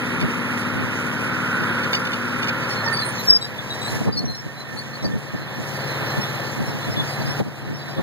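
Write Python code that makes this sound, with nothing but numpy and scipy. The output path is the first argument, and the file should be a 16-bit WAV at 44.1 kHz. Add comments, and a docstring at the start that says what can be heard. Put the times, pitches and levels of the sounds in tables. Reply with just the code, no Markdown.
"""A big diesel tractor turns away across an open field, dragging a tillage implement.
Its uneven firing drones as a harmonic series over combustion noise, while panels, turbo and gears
sound narrow bands. Dry soil hisses, impacts ring the implement's frame, and its discs and bearings
squeal by stick-slip friction. Turbulent gusts thump on two microphone ports, which a delayed
subtraction matrixes to stereo."""
import sys
import numpy as np
from scipy import signal
from scipy.io import wavfile
from scipy.ndimage import uniform_filter1d

SR = 44100
rng = np.random.default_rng(int(sys.argv[2]) if len(sys.argv) > 2 else 0)


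def to_wav(sig):
    """Store sig (one row per channel, or 1-D mono) as 16-bit WAV at the path in sys.argv[1].

    Samples outside -1..1 are clipped; the rate is SR.
    """
    pcm = np.clip(np.atleast_2d(sig), -1, 1) * 32767
    pcm = np.round(pcm).astype(np.int16)
    wavfile.write(sys.argv[1], SR, pcm.T)  # frames by channels


N = 353726


def from_db(db):
    """Decibels to amplitude ratio."""
    return 10 ** (np.asarray(db) / 20)


def rms_one(x):
    """Normalisation to unit rms."""
    return x / np.sqrt(np.mean(x ** 2) + 1e-20)


def in_time(rows):
    """Linear interpolation of each column, one value a sample."""
    s, *columns = np.transpose(rows)
    return [np.interp(np.arange(N) / SR, s, c) for c in columns]


def at_hz(rows, hz):
    """Interpolation of each column on a logarithmic frequency axis."""
    f, *columns = np.transpose(rows)
    return [np.interp(np.log(hz), np.log(f), c) for c in columns]


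def drift(rate_hz):
    """Random modulation: low-passed noise of unit rms."""
    pole = np.exp(-80 * np.pi * rate_hz / SR)
    white = rng.standard_normal(N // 40 + 2002)   # one value every 40 samples
    slow = signal.lfilter([1], [1, -2 * pole, pole * pole], white)[2000:]
    return np.interp(np.arange(N) / 40, np.arange(len(slow)), rms_one(slow))


def delay(x, samples):
    """Pure delay by whole samples."""
    return np.concatenate([np.zeros(samples), x[:N - samples]])


def narrowband(hz, level_db, width_hz):
    """Quadrature modulation: two slow noises spread a carrier into a narrow band."""
    phase = 2 * np.pi * np.cumsum(hz) / SR
    return from_db(level_db) * (drift(width_hz) * np.sin(phase) + drift(width_hz) * np.cos(phase))


# Likeness of the noise at the two ports. Each row: frequency in Hz, correlation from 0 to 1.
COHERENCE = [(200, .99), (1200, 0.64), (2200, 1), (3500, 0), (6000, 1), (8000, 1), (16000, .02)]

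def band_noise(gain_db_at, low_hz, flicker_db):
    """Partial coherence: each third octave reaches the ports as in-phase plus antiphase noise."""
    out, white = np.zeros((2, N)), rng.standard_normal((2, 2, N))
    edges = low_hz * 2 ** np.arange(0, np.log2(18000 / low_hz), 1 / 3)
    shared_drift = drift(24)
    for k, (low, high) in enumerate(zip(edges, edges[1:])):
        bandpass = signal.butter(2, [low, high], "band", fs=SR, output="sos")
        common, opposed = signal.sosfilt(bandpass, white[k % 2])
        hz = np.sqrt(low * high)
        alike = np.clip(at_hz(COHERENCE, hz)[0], 0, 1)
        gain = from_db(gain_db_at(hz) + flicker_db * (0.7 * shared_drift + 0.72 * drift(13.5)))
        out += gain * (np.sqrt(1 + alike) * common + np.sqrt(1 - alike) * opposed * [[1], [-1]])
    return out / np.sqrt(SR)


# Exhaust harmonics, from the fourth up. Each row: relative level in dB side on, then tail on.
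EXHAUST_ORDERS = [(-44.5, -66.5), (-41, -40.5), (-32.5, -32), (-36.5, -29.5), (-40, -26), (-39.5, -49.5),
                  (-38, -51), (-41, -46), (-58, -43.5), (-33.5, -46), (-38, -55.5), (-46.5, -68.5),
                  (-46.5, -47.5), (-47, -70), (-54, -47), (-61, -46.5), (-55, -55.5), (-53.5, -56),
                  (-56, -53.5), (-63.5, -58), (-60.5, -49.5), (-57, -62), (-59.5, -63), (-57, -66.5),
                  (-51, -54.5), (-66, -54.5), (-54, -48.5)]

def exhaust(cycle, tail_on):
    """Harmonic series: uneven firing puts a wavering tone on multiples of the engine's cycle rate."""
    out = np.zeros(N)
    for order, (side_db, tail_db) in enumerate(EXHAUST_ORDERS, 4):
        level_db = side_db + (tail_db - side_db) * tail_on + 1.8 * drift(2.5)
        phase = 2 * np.pi * (order * cycle + rng.random()) + 0.25 * drift(3)
        out += from_db(level_db) * np.sin(phase)
    return np.sqrt(2) * out


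# Engine and fan noise. Each row: frequency in Hz, relative level in dB side on, then tail on.
CLATTER_SPECTRUM = [(50, 4.5, 2.5), (110, 9, 17), (190, 14.5, 12), (288, 8, -1.5), (493, 3, 5.5),
                    (774, -9, 5), (972, 4, -0.6), (1370, -6.5, -1.5), (1950, 5.5, 3), (2350, -1, -4),
                    (3550, -9.5, -6), (4500, -14, -9.5), (6500, -27.5, -21.5)]

def clatter(cycle, tail_on):
    """Amplitude modulation: combustion and fan noise swell at each firing, some cylinders harder."""
    def spectrum_db(hz):
        side_db, tail_db = at_hz(CLATTER_SPECTRUM, hz)
        return side_db + (tail_db - side_db) * tail_on
    firing_db = 0.8 * np.cos(2 * np.pi * 8 * cycle) + 0.68 * np.cos(2 * np.pi * 3 * cycle)
    return from_db(firing_db) * band_noise(spectrum_db, low_hz=40, flicker_db=0.45)


# Transmission whine. Each row: time in seconds, high mesh frequency in Hz, its relative level in dB,
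# low mesh frequency in Hz, its relative level in dB.
GEAR_MESH = [(0, 4180, -45, 1890, -24), (2.7, 4150, -38, 1810, -32), (2.9, 4110, -25, 1817, -5.5),
             (3.1, 4260, -16, 1720, -20), (3.6, 4010, -17, 1690, -22), (4.4, 4048, -11, 1816, -15.5),
             (4.9, 4150, -12, 1807, -10.5), (6.05, 4120, -13, 1771, -19.5), (7.3, 4085, -12, 1770, -22.5),
             (8.02, 4080, -19, 1790, -15.5)]

def gears():
    """Periodic tooth contact: two gear meshes whine, each at its own frequency."""
    high_hz, high_db, low_hz, low_db = in_time(GEAR_MESH)
    return narrowband(high_hz, high_db, width_hz=10.5) + narrowband(low_hz, low_db, width_hz=12)


# Turbo whistle. Each row: time in seconds, frequency in Hz, relative level in dB.
TURBO_WHISTLE = [(0, 10250, -30), (2.5, 10250, -33), (2.9, 11000, -40), (3.3, 12200, -35),
                 (3.9, 14000, -33), (4.4, 14200, -34), (5.6, 12900, -32), (6.2, 12780, -30),
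                 (7, 13050, -33), (8.02, 13300, -35)]

def turbo():
    """Rotor tone: the turbo whistles in a narrow band that glides in pitch."""
    return narrowband(*in_time(TURBO_WHISTLE), width_hz=130)


# Panel ringing. Each row: time in seconds, frequency in Hz, relative level in dB.
PANEL_RING = [(0, 1400, -17), (1.6, 1455, -8.5), (2.3, 1430, -10.5), (3, 1350, -15), (3.4, 1350, -34),
              (8.02, 1350, -30)]

def panels():
    """Damped resonance: the engine's side panels ring in a broad peak."""
    return narrowband(*in_time(PANEL_RING), width_hz=152)


# Soil hiss. Each row: frequency in Hz, relative level in dB.
SOIL_SPECTRUM = [(1500, -12.5), (3000, -3.5), (4500, 3.5), (6000, 10), (7500, -1), (11000, 0.5),
                 (16000, -16)]

def soil():
    """Friction noise: tyres and tines hiss unevenly through dry soil."""
    return band_noise(lambda hz: at_hz(SOIL_SPECTRUM, hz)[0], low_hz=1416, flicker_db=2.7)


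# Gusts on the ports. Each row: centre in seconds, nominal rms level in dB, half-length in seconds.
WIND_GUSTS = [(0.238, -21, 0.045), (0.77, -31.5, 0.043), (0.82, -31.0, 0.065), (1.62, -29, 0.03),
              (3.343, -41, 0.041), (3.913, -39, 0.061), (3.931, -28.5, 0.021), (3.97, -29, 0.029),
              (4.016, -21.5, 0.02), (4.08, -15, 0.038), (4.186, -26.5, 0.1), (4.242, -27, 0.017),
              (4.29, -27.5, 0.052), (4.467, -31.0, 0.018), (4.755, -36, 0.044), (5.055, -20, 0.044),
              (5.104, -26, 0.031), (5.153, -22.5, 0.044), (5.349, -23, 0.02), (5.406, -34.0, 0.042),
              (5.599, -28, 0.034), (6.025, -37, 0.052), (6.186, -22.5, 0.032), (6.606, -22.5, 0.052),
              (6.695, -27, 0.033), (6.754, -28.0, 0.031), (6.786, -44, 0.064), (6.89, -25, 0.031),
              (6.988, -25, 0.079), (7.201, -24, 0.026), (7.25, -32, 0.058), (7.296, -29, 0.04),
              (7.41, -16.5, 0.027), (7.473, -27, 0.029), (7.629, -34, 0.016), (7.706, -29, 0.077),
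              (7.895, -40, 0.032), (7.993, -19.5, 0.034)]

def wind(breeze_db=-41.5, low_hz=27.01, dull_hz=238, edge_hz=600):
    """Turbulent pressure: lumpy low noise, independent at each port and brighter in strong gusts."""
    t, strength = np.arange(N) / SR, np.full(N, from_db(breeze_db))
    for centre, level_db, half in WIND_GUSTS:
        span = slice(int((centre - 2 * half) * SR), int((centre + 2 * half) * SR))
        strength[span] += from_db(level_db) * np.exp(-3 * ((t[span] - centre) / half) ** 2)
    highpass = signal.butter(1, low_hz, "high", fs=SR, output="sos")
    noise = signal.sosfilt(highpass, rng.standard_normal((2, N)))
    dull = rms_one(signal.sosfilt(signal.butter(3, dull_hz, fs=SR, output="sos"), noise))
    edge = rms_one(signal.sosfilt(signal.butter(3, edge_hz, fs=SR, output="sos"), noise))
    air = dull + 4 * strength * edge
    steady_air = air / np.sqrt(uniform_filter1d(air ** 2, 900))   # a gust pushes steadily
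    return strength * steady_air * from_db(0.74 * drift(33))


# Knocks of hitch and frame. Each row: start in seconds, relative level in dB.
KNOCKS = [(0.2024, -20), (0.614, -27.5), (1.6302, -26), (1.8307, -21), (1.9305, -11.5), (2.0502, -20),
          (2.1186, -19), (2.377, -44), (2.4239, -18), (2.4428, -26), (2.4733, -14)]
# Modes of the frame. Each row: frequency in Hz, relative level in dB.
FRAME_MODES = [(2400, -1), (2950, 3), (3600, 4), (4350, 4.8), (4900, -3), (5500, -10), (6300, -8.5)]

def clanks(contacts=8, rattle_s=0.024, t60_s=0.029):
    """Impact excitation: each knock is a short rattle of contacts that rings the frame's modes."""
    out = np.zeros(N)
    starts, knock_db = np.transpose(KNOCKS)
    lag_s = np.sort(rng.random((len(starts), contacts)), axis=1) * rattle_s
    lag_s[:, 0] = 0
    hits = ((starts[:, None] + lag_s) * SR).astype(int)
    radius = from_db(-60 / (t60_s * SR))
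    for hz, mode_db in FRAME_MODES:
        scatter_db = rng.normal(0, 3.6, hits.shape)
        impulses = np.full(N, 1e-18)
        impulses[hits] = from_db(knock_db[:, None] + mode_db - 16.5 + scatter_db - 100 * lag_s)
        w = 2 * np.pi * hz / SR
        out += signal.lfilter([0, np.sin(w)], [1, -2 * radius * np.cos(w), radius ** 2], impulses)
    return out


# Squeals. Each row: start in seconds, length in seconds, frequency in Hz, relative level in dB.
BEARING_SQUEALS = [(1.929, 0.045, 4730, -39), (1.932, 0.03, 5560, -46), (2.69, 0.05, 5150, -48),
                   (2.7, 0.029, 4400, -40), (2.701, 0.03, 8790, -56), (2.754, 0.064, 4240, -39),
                   (2.84, 0.045, 5430, -46), (2.847, 0.061, 932, -47.5), (2.867, 0.017, 4430, -36),
                   (2.923, 0.1, 4570, -34), (2.926, 0.028, 9170, -43), (2.96, 0.044, 5480, -48),
                   (2.978, 0.02, 4530, -33), (2.995, 0.035, 8900, -53), (3.017, 0.026, 4140, -30),
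                   (3.04, 0.027, 8250, -52), (3.049, 0.058, 9010, -41), (3.146, 0.075, 6220, -52.5),
                   (3.182, 0.035, 4070, -37), (3.189, 0.027, 11840, -50), (3.249, 0.028, 12000, -54),
                   (3.27, 0.11, 5090, -26.5), (3.411, 0.035, 3930, -31.5), (3.41, 0.027, 7800, -50),
                   (3.413, 0.054, 5050, -46), (3.699, 0.044, 3880, -36), (3.812, 0.061, 3910, -37),
                   (3.81, 0.076, 7880, -52), (3.877, 0.013, 4100, -36), (4.12, 0.044, 4800, -44),
                   (4.157, 0.065, 4350, -34), (4.172, 0.023, 5400, -45), (4.248, 0.025, 5760, -48),
                   (4.269, 0.1, 4140, -37), (4.328, 0.083, 5420, -51), (4.567, 0.067, 4040, -45),
                   (4.765, 0.047, 4420, -41), (4.772, 0.024, 9000, -59), (4.929, 0.039, 4380, -49),
                   (5.024, 0.039, 5430, -53), (5.041, 0.033, 4550, -41.5), (6.21, 0.022, 5530, -47),
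                   (6.67, 0.035, 5400, -51), (6.906, 0.025, 5260, -46), (6.96, 0.06, 3450, -38),
                   (7.068, 0.078, 4833, -49), (7.101, 0.055, 8800, -57), (7.29, 0.023, 5480, -46),
                   (7.734, 0.039, 5450, -55), (7.88, 0.061, 5060, -57)]

def squeals():
    """Stick-slip oscillation: dry bearings and discs sound tones that swell, tremble and die."""
    out, t = np.zeros(N), np.arange(N) / SR
    waver = np.cumsum(24 * drift(90)) / SR
    flicker = from_db(3.5 * drift(80))
    for start, length, hz, level_db in BEARING_SQUEALS:
        span = slice(int(start * SR), int((start + length + 0.08) * SR))
        age = t[span] - start
        attack = np.clip(age / (0.13 * length), 0, 1)
        release = from_db(-700 * np.maximum(age - 0.82 * length, 0))
        phase = 2 * np.pi * (hz * age + waver[span])
        overtones = from_db(-29) * np.sin(2 * phase) + from_db(-36.5) * np.sin(3 * phase)
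        tone = np.sin(phase) + (hz < 5300) * overtones
        out[span] += from_db(level_db + 12.5) * attack * release * flicker[span] * tone
    return out


# Faint squeaks of the many discs. Each entry: frequency in Hz.
DISC_PITCHES = [3480, 3970, 4180, 4550, 4960, 5600, 7000, 7400, 9050]

def creaks():
    """Intermittent slip: once the discs bite, each squeaks briefly now and then."""
    biting_db, = in_time([(0, -23), (2.4, -15), (2.8, 0.3), (8.02, 2.5)])
    out = np.zeros(N)
    for hz in DISC_PITCHES:
        slips_db = 16 * np.clip(drift(8.4), -3, 2.2) - 5.4 * hz / 1000
        out += narrowband(np.full(N, hz), biting_db + slips_db - 23, width_hz=51)
    return out


def port_cavity(x, hz=1800, q=1.046, treble_db=-8.5):
    """Cavity resonance: the recessed right port hears the tractor later and weaker in the treble."""
    w = 2 * np.pi * hz
    lows = signal.lfilter(*signal.bilinear([w * w], [1, w / q, w * w], SR), x)
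    highs = signal.sosfilt(signal.butter(2, hz, "high", fs=SR, output="sos"), x)
    return delay(lows - from_db(treble_db) * highs, samples=1)


# Engine speed. Each row: time in seconds, four-stroke cycles per second.
CYCLE_RATE = [(0, 18.45), (1, 18.5), (2, 18.45), (2.85, 18.2), (3.1, 17.5), (3.35, 17.1), (3.95, 17.1),
              (4.15, 17.5), (4.5, 17.85), (5.3, 17.95), (6, 17.97), (6.9, 17.9), (7.4, 17.75), (8.02, 17.9)]
# The tractor's level, which dips after strong gusts and creeps back.
# Each row: time in seconds, gain in dB, further relative gain of the soil hiss in dB.
TRACTOR_LEVEL = [(0, -22.5, -20), (1.1, -23.5, -16), (1.7, -21.5, -19), (2.1, -24, -15), (2.6, -22.5, -19),
                 (3.05, -23.5, -16), (3.15, -24.5, -13), (3.29, -26, -10), (3.36, -31.5, -16),
                 (3.8, -27, -13), (3.95, -24, -10), (4.08, -30.5, -11), (4.11, -34.5, -16),
                 (4.35, -35, -11), (5.0, -31, -15), (5.1, -34, -10), (5.54, -29, -22), (5.6, -28.5, -10),
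                 (6.05, -22.5, -18), (6.6, -27, -13), (7.0, -26, -14), (7.405, -26, -12),
                 (7.42, -35.5, -13), (8.02, -30, -19)]
# The turn away. Each row: time in seconds, heading from 0 (side on) to 1 (tail on).
TRACTOR_HEADING = [(0, 0.011), (2.6, 0.18), (3.3, 0.62), (4, 0.74), (4.6, 0.67), (8.02, 1)]

def scene():
    """Superposition: the pressures of tractor, implement and wind add at the left and right ports."""
    cycle = np.cumsum(in_time(CYCLE_RATE)[0]) / SR
    level_db, hiss_db = in_time(TRACTOR_LEVEL)
    tail_on, = in_time(TRACTOR_HEADING)
    tones = from_db(28) * exhaust(cycle, tail_on) + gears() + turbo() + panels()
    engine = from_db(44.5) * clatter(cycle, tail_on)
    hiss = from_db(hiss_db + 39) * soil()
    left, right = from_db(level_db) * (tones + engine + hiss + creaks()) + squeals() + clanks()
    return np.array([left, port_cavity(right)]) + wind()


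def record(dry):
    """Differential array: each channel is one port minus the other delayed, then band-limited."""
    left, right = dry
    stereo = np.array([left - delay(right, samples=16), right - delay(left, samples=16)])
    low_cut = signal.butter(2, 95, "high", fs=SR, output="sos")
    top_cut = signal.ellip(12, 0.5, 80, 15700, fs=SR, output="sos")
    return signal.sosfilt(top_cut, signal.sosfilt(low_cut, stereo))


dry = scene()
out = record(dry)
to_wav(out)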